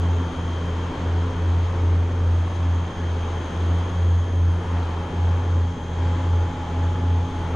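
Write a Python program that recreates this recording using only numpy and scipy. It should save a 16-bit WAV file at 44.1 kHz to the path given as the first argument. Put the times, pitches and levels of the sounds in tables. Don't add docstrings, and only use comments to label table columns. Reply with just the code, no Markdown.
import sys
import numpy as np
from scipy import signal
from scipy.fft import rfft, irfft, next_fast_len
from scipy.io import wavfile
from scipy.ndimage import uniform_filter1d, map_coordinates

SR = 44100
rng = np.random.default_rng(int(sys.argv[2]) if len(sys.argv) > 2 else 0)


def gain_from_db(level_db):
    decades = np.asarray(level_db, float) / 20
    return 10 ** decades


def inscribe(sig):
    pcm = np.round(np.clip(np.atleast_2d(sig).T, -1, 1) * 32767)
    wavfile.write(sys.argv[1], SR, pcm.astype(np.int16))


N = 332955
T = np.arange(N) / SR
STEP = 32

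# time in seconds, then first, second and third rate in Hz.
STROKE_RATES = [(0.0, 84.394, 86.479, 86.785), (1.26, 84.092, 86.518, 86.893),
                (2.52, 84.132, 86.462, 86.855), (3.78, 84.251, 86.533, 86.953),
                (5.03, 83.875, 86.572, 87.558), (6.29, 83.936, 86.496, 87.785),
                (7.55, 84.023, 86.698, 87.96)]
IN_STEP_S = [0, .201, .058]
# mean level in dB, depth in dB, loudest moment in seconds, period in seconds.
HUM_WAVES = [
    (-27.6, 1.5, 3.9, 4.8),
    (-24.7, .45, 6.0, 2.6),
    (-26.3, .95, 4.0, 4.05),
]
# mean level in dB,
# depth in dB, loudest moment in seconds (quietest where the depth is negative), period in seconds.
SECOND_WAVES = [(-44, 3, 7.4, 7), (-52, 8, 4.4, 6.5), (-47, 4.5, 4.1, 6)]
THIRD_WAVES = [(-59, 4, .3, 8.5), (-46, 5, .8, 6.3), (-51, 2.1, 7.5, 8)]
FIFTH_WAVES = [(-70.5, -2, 6, 9.5), (-58, 6, -2.5, 10), (-53.5, -4, -4.5, 10.5)]
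OVERTONE_POLARITY = [(2, 1, -1, 1), (3, 1, 1, 1), (5, 1, 1, -1)]
HUM_TREND_DB_S = [-.21, .02, -.29]
SECOND_TREND_DB_S = [.3, 1.7, -2.3]

# time in seconds, level in dB.
AIR_FLOW = [(0.0, -37), (1.05, -36.5), (2.78, -38.5), (3.57, -35.5), (4.29, -39), (5.19, -37), (5.91, -39),
            (6.03, -37), (6.58, -38.5), (6.77, -37.5), (7.53, -38), (7.55, -36.5)]
# level in dB over the mean flow, growth with the flow in dB per dB.
AIR_LAYERS = [
    (3.5, 1.15),
    (-0.5, 1),
    (-14.5, .95),
]
# frequency in Hz, density in dB per Hz.
BODY_SPECTRUM = [(12, -3), (60, -4), (85, 5), (102, -2), (118, 2), (165, 1), (210, -4), (224, 2), (300, 0),
                 (530, -3), (650, -11), (1000, -16), (1400, -45), (2200, -110)]
RUSH_SPECTRUM = [(350, -28), (600, -5.5), (749, -4), (855, -5), (887, 0.5), (2490, -16.5), (2930, -20),
                 (3230, -18.5), (3500, -30), (4550, -44), (7700, -120)]
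HISS_SPECTRUM = [(1500, -43.5), (2500, -12), (3600, -5.5), (4440, -11), (5830, -15), (7600, -19.5),
                 (8400, -28.5), (10400, -33.5), (12700, -42.5), (13600, -46.5), (14100, -49.5),
                 (14400, -42), (14700, -54.5), (15500, -91)]
# frequency in Hz, side minus mid in dB.
SIDE_OVER_MID = [(40, -27.5), (110, -36), (200, -30.5), (370, -16), (680, -8), (1250, -10.5), (2280, -7.5),
                 (3500, -3), (4500, -13.5), (5500, -17), (7000, -7.5), (8300, -6), (10500, -2), (12000, 0),
                 (14500, 1.5)]
# frequency in Hz, left minus right in dB.
LEFT_OVER_RIGHT = [(200, 0), (370, .8), (680, 0), (1250, 2), (4190, 1.3), (7690, 1.3), (14100, 1)]
# frequency in Hz, level in dB rms.
FAN_TONES = [(12.3, -52), (24.9, -53), (34.3, -52), (49.8, -56), (72.5, -50), (156.5, -54), (336.5, -57),
             (434, -55), (568, -59), (1705, -69), (1727, -67)]
SHAFT_TONES_HZ = [36.29, 119.97, 832, 805]
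# mean level in dB, depth in dB, loudest moment in seconds, period in seconds.
SHAFT_WAVES = [
    (-42.5, 3, 1.6, 4.3),
    (-46.5, 3.5, 6.7, 6),
    (-54, 3.5, 3.2, 2.1),
    (-56, 2.5, 3.6, 3.1),
]
SHAFT_TREND_DB_S = [0, .5, 1.2, .5]

# frequency in Hz, level in dB relative to the cluster's other
LOW_CLUSTER = [(2901.6, -72.6), (3002.5, -74), (3017.3, -77.6), (3063.1, -65), (3086, -77), (3137.1, -74.6),
               (3150.6, -73), (3179.5, -68), (3205.8, -74), (3244.8, -71), (3260.9, -69), (3316, -71),
               (3353.8, -65.6), (3402.2, -70), (3441.3, -79), (3500.5, -73.4), (3530.1, -74.6)]
MIDDLE_CLUSTER = [(5804.5, -80), (5836.8, -85), (5902.8, -79), (5983.5, -90), (6003.7, -86),
                  (6104.7, -83.5), (6128.9, -84.5), (6185.4, -86), (6205.6, -82.5), (6220.4, -84),
                  (6272.9, -81.5), (6303.8, -68), (6380.6, -70), (6404.8, -68.5), (6418.2, -81),
                  (6431.7, -73), (6454.6, -80.5), (6476.1, -73), (6505.7, -74), (6560.9, -74),
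                  (6589.2, -74.5), (6605.3, -79.5), (6649.7, -86), (6676.6, -82.5), (6706.2, -88.5),
                  (6737.2, -83.5), (6839.5, -88), (6852.9, -86), (7011.7, -76.5), (7037.3, -84.5)]
TOP_CLUSTER = [(9192.0, -92.5), (9205.4, -100.6), (9255.2, -99.4), (9286.2, -91.5), (9309.1, -81),
               (9336.0, -93.5), (9408.7, -92), (9422.1, -99), (9439.6, -100), (9508.3, -89), (9583.6, -81),
               (9609.2, -84), (9632.1, -84.5), (9694.0, -101.7), (9708.8, -84), (9882.4, -100.4),
               (9909.3, -92), (9961.8, -100.9)]
# mean level in dB, depth in dB, loudest moment in seconds, period in seconds.
CLUSTER_WAVES = [
    (-54.5, 2, 3.6, 3.2),
    (-57.3, 1.1, 3.5, 3),
    (-73.5, 2.5, 3.9, 4.6),
]
# centre in Hz, width in Hz, level in dB over the lines.
CLUSTER_SKIRTS = [(3120, 330, -12), (6470, 550, -4.5), (9550, 450, -2.5)]
LEAD_LINES_HZ = [3172.5, 3102.3, 3228.6, 3304.5]
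# mean level in dB, depth in dB, loudest moment in seconds, period in seconds.
LEAD_WAVES = [(-57.3, 3, 3.4, 3), (-64, 5.5, 3.5, 3), (-64, 5, 3.8, 1.8), (-64.5, 3, 3.6, 2.6)]
LEAD_TREND_DB_S = [-.7, -.6, 0, 0]

# time in seconds, frequency in Hz, level in dB.
PUMP_GLIDE = [(4.3, 839, -57), (4.87, 842, -47.5), (5.2, 843.2, -44), (5.75, 844.3, -51),
              (6.15, 845.6, -43), (6.54, 846.3, -42), (6.88, 846.7, -40), (7.55, 847.6, -40)]
# time in seconds, frequency in Hz, level in dB.
LAMP_PASS = [
    (4.8, 7312, -82),
    (5.54, 7314, -76),
    (6.21, 7314, -70.5),
    (6.9, 7313, -74),
    (7.25, 7312, -84),
]
# frequency in Hz, level in dB rms.
FAINT_LAMPS = [(7290, -84), (9000, -96), (12850, -104), (12979, -105), (14291, -108), (14392, -106),
               (14491, -110), (14691, -110)]
# start in seconds, peak level in dB, centre in Hz, 60 dB decay time in seconds.
RELAY_TICKS = [
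    (.65, -66, 8800, .22),
    (1.485, -63, 7700, .08),
    (3.78, -62, 7700, .08),
]


def unit(x):
    return x / np.sqrt(np.mean(x ** 2) + 1e-20)


def along(points, hz):
    f, v = np.transpose(points)
    return np.interp(np.log(hz + 1), np.log(f + 1), v)


def curves(rows):
    s, *columns = np.transpose(rows)
    return [np.interp(T, s, column) for column in columns]


def wobble(rate):
    return map_coordinates(rng.standard_normal(400), [T[::STEP] * rate])


def standing(rows, trend=0):
    mean_db, depth_db, loudest, period = np.transpose(rows)[:, :, None]
    wave_db = depth_db * np.cos(2 * np.pi * (T - loudest) / period)
    approach_db = np.reshape(trend, (-1, 1)) * (T - T.mean())
    return mean_db + wave_db + approach_db


def turbulence(gain, patchy_db):
    z = signal.stft(rng.standard_normal((2, N)), nperseg=512)[2]
    field = uniform_filter1d(rng.standard_normal(z.shape[1:]), size=5, axis=0)
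    field = uniform_filter1d(field, size=14, axis=1)
    pair = signal.istft(z * gain_from_db(patchy_db * unit(field)), nperseg=512)[1][:, :N]
    m = next_fast_len(N)
    hz = np.fft.rfftfreq(m, 1 / SR)
    side_gain = gain_from_db(along(SIDE_OVER_MID, hz))
    mid, side = rfft(pair, m) * gain(hz) * [np.ones(len(hz)), side_gain]
    lean = gain_from_db(along(LEFT_OVER_RIGHT, hz) / 2)
    left, right = (mid + side) * lean, (mid - side) / lean
    return unit(irfft([left, right], m)[:, :N])


def tone(hz, fade_db, drift, apart):
    skew = apart * np.array([wobble(.7), wobble(.59)])
    fade = gain_from_db(fade_db * wobble(2.3))
    turns = drift * wobble(3) + rng.random()
    slow = fade * np.exp(2j * np.pi * turns + skew[::-1] + 1j * skew)
    carrier = np.exp(2j * np.pi * np.cumsum(hz * np.ones(N)) / SR)
    return np.sqrt(2) * (slow.repeat(STEP, axis=1)[:, :N] * carrier).real


def gliding(rows, fade_s, apart):
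    hz, db = curves(rows)
    fade_in = np.clip((T - rows[0][0]) / fade_s + 1, 0, 1)
    fade_out = np.clip((rows[-1][0] - T) / fade_s + 1, 0, 1)
    return fade_in * fade_out * gain_from_db(db) * tone(hz, fade_db=.5, drift=.033, apart=apart)


def passing(lines_hz, levels_db, drift, apart):
    return sum(gain_from_db(db) * tone(hz, fade_db=2, drift=drift, apart=apart * hz / 3200)
               for hz, db in zip(lines_hz, levels_db))


def relay_ticks():
    out, t = np.zeros((2, N + SR)), T[:SR // 8]
    for s, db, hz, t60 in RELAY_TICKS:
        band = signal.butter(3, [hz * .8, hz * 1.3], "band", fs=SR, output="sos")
        mid, side = signal.sosfilt(band, rng.standard_normal((2, len(t))))
        burst = unit(np.array([mid + .4 * side, mid - .4 * side]))
        decay = gain_from_db(db - 60 * t / t60) * np.clip(t / .004, 0, 1)
        start = round(s * SR)
        out[:, start:start + len(t)] += decay * burst
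    return out[:, :N]


def lamps():
    faint = sum(gain_from_db(db) * tone(hz, fade_db=2, drift=1.5, apart=.3) for hz, db in FAINT_LAMPS)
    return gliding(LAMP_PASS, fade_s=.3, apart=.2) + faint


def pump():
    return gliding(PUMP_GLIDE, fade_s=.5, apart=.12)


def drives():
    out = passing(LEAD_LINES_HZ, standing(LEAD_WAVES, LEAD_TREND_DB_S), drift=.2, apart=.3)
    clusters = LOW_CLUSTER, MIDDLE_CLUSTER, TOP_CLUSTER
    for lines, db, (centre, width, skirt_db) in zip(clusters, standing(CLUSTER_WAVES), CLUSTER_SKIRTS):
        thin = sum(gain_from_db(level) * tone(hz, fade_db=2.8, drift=.17 * hz / 3200, apart=.2) for hz, level in lines)
        skirt = turbulence(lambda hz: 1 / (1 + (2 * (hz - centre) / width) ** 2), patchy_db=3.5)
        out += gain_from_db(db - 2.5) * (unit(thin) + gain_from_db(skirt_db) * skirt)
    return out


def air_noise():
    flow_db, = curves(AIR_FLOW)
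    mean_db = flow_db.mean()
    swell = wobble(3.13).repeat(STEP)[:N]
    spectra = BODY_SPECTRUM, RUSH_SPECTRUM, HISS_SPECTRUM
    swells_db, patches_db = (.058, .95, .65), (.9, .55, .85)
    air = np.zeros((2, N))
    for (db, growth), spectrum, swell_db, patchy_db in zip(AIR_LAYERS, spectra, swells_db, patches_db):
        level_db = mean_db + db + growth * (flow_db - mean_db) + swell_db * swell
        air += gain_from_db(level_db) * turbulence(lambda hz: gain_from_db(along(spectrum, hz)), patchy_db)
    return air


def fans():
    strong = passing(SHAFT_TONES_HZ, standing(SHAFT_WAVES, SHAFT_TREND_DB_S), drift=.03, apart=.5)
    steady = sum(gain_from_db(db) * tone(hz, fade_db=4, drift=.12, apart=hz / 3000) for hz, db in FAN_TONES)
    return air_noise() + strong + steady


def compressors():
    turns = np.cumsum(curves(STROKE_RATES), axis=1) / SR
    ahead = [(turn - turns[0])[round(s * SR)] for turn, s in zip(turns, IN_STEP_S)]
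    turns = turns - np.array(ahead)[:, None]
    hum_db = standing(HUM_WAVES, HUM_TREND_DB_S)
    hum = np.sum(gain_from_db(hum_db) * np.cos(2 * np.pi * turns), axis=0)
    overtones_db = standing(SECOND_WAVES, SECOND_TREND_DB_S), standing(THIRD_WAVES), standing(FIFTH_WAVES)
    for db, (multiple, *sign) in zip(overtones_db, OVERTONE_POLARITY):
        shake = np.array(sign)[:, None] * np.sin(-2 * np.pi * multiple * turns)
        hum += gain_from_db(.41 * multiple) * np.sum(gain_from_db(db) * shake, axis=0)
    return np.sqrt(2) * hum


def scene():
    whines = (drives() + lamps()) * gain_from_db([[.6], [-.6]])
    lean_db = .1 * np.clip(1 - T / 5, 0, 1)
    hum = compressors() * gain_from_db([lean_db, -lean_db])
    return relay_ticks() + pump() + whines + fans() + hum


def band_limit(x):
    return signal.sosfilt(signal.butter(12, 14700, fs=SR, output="sos"), x)


def record(dry):
    return band_limit(dry)


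dry = scene()
out = record(dry)
inscribe(out)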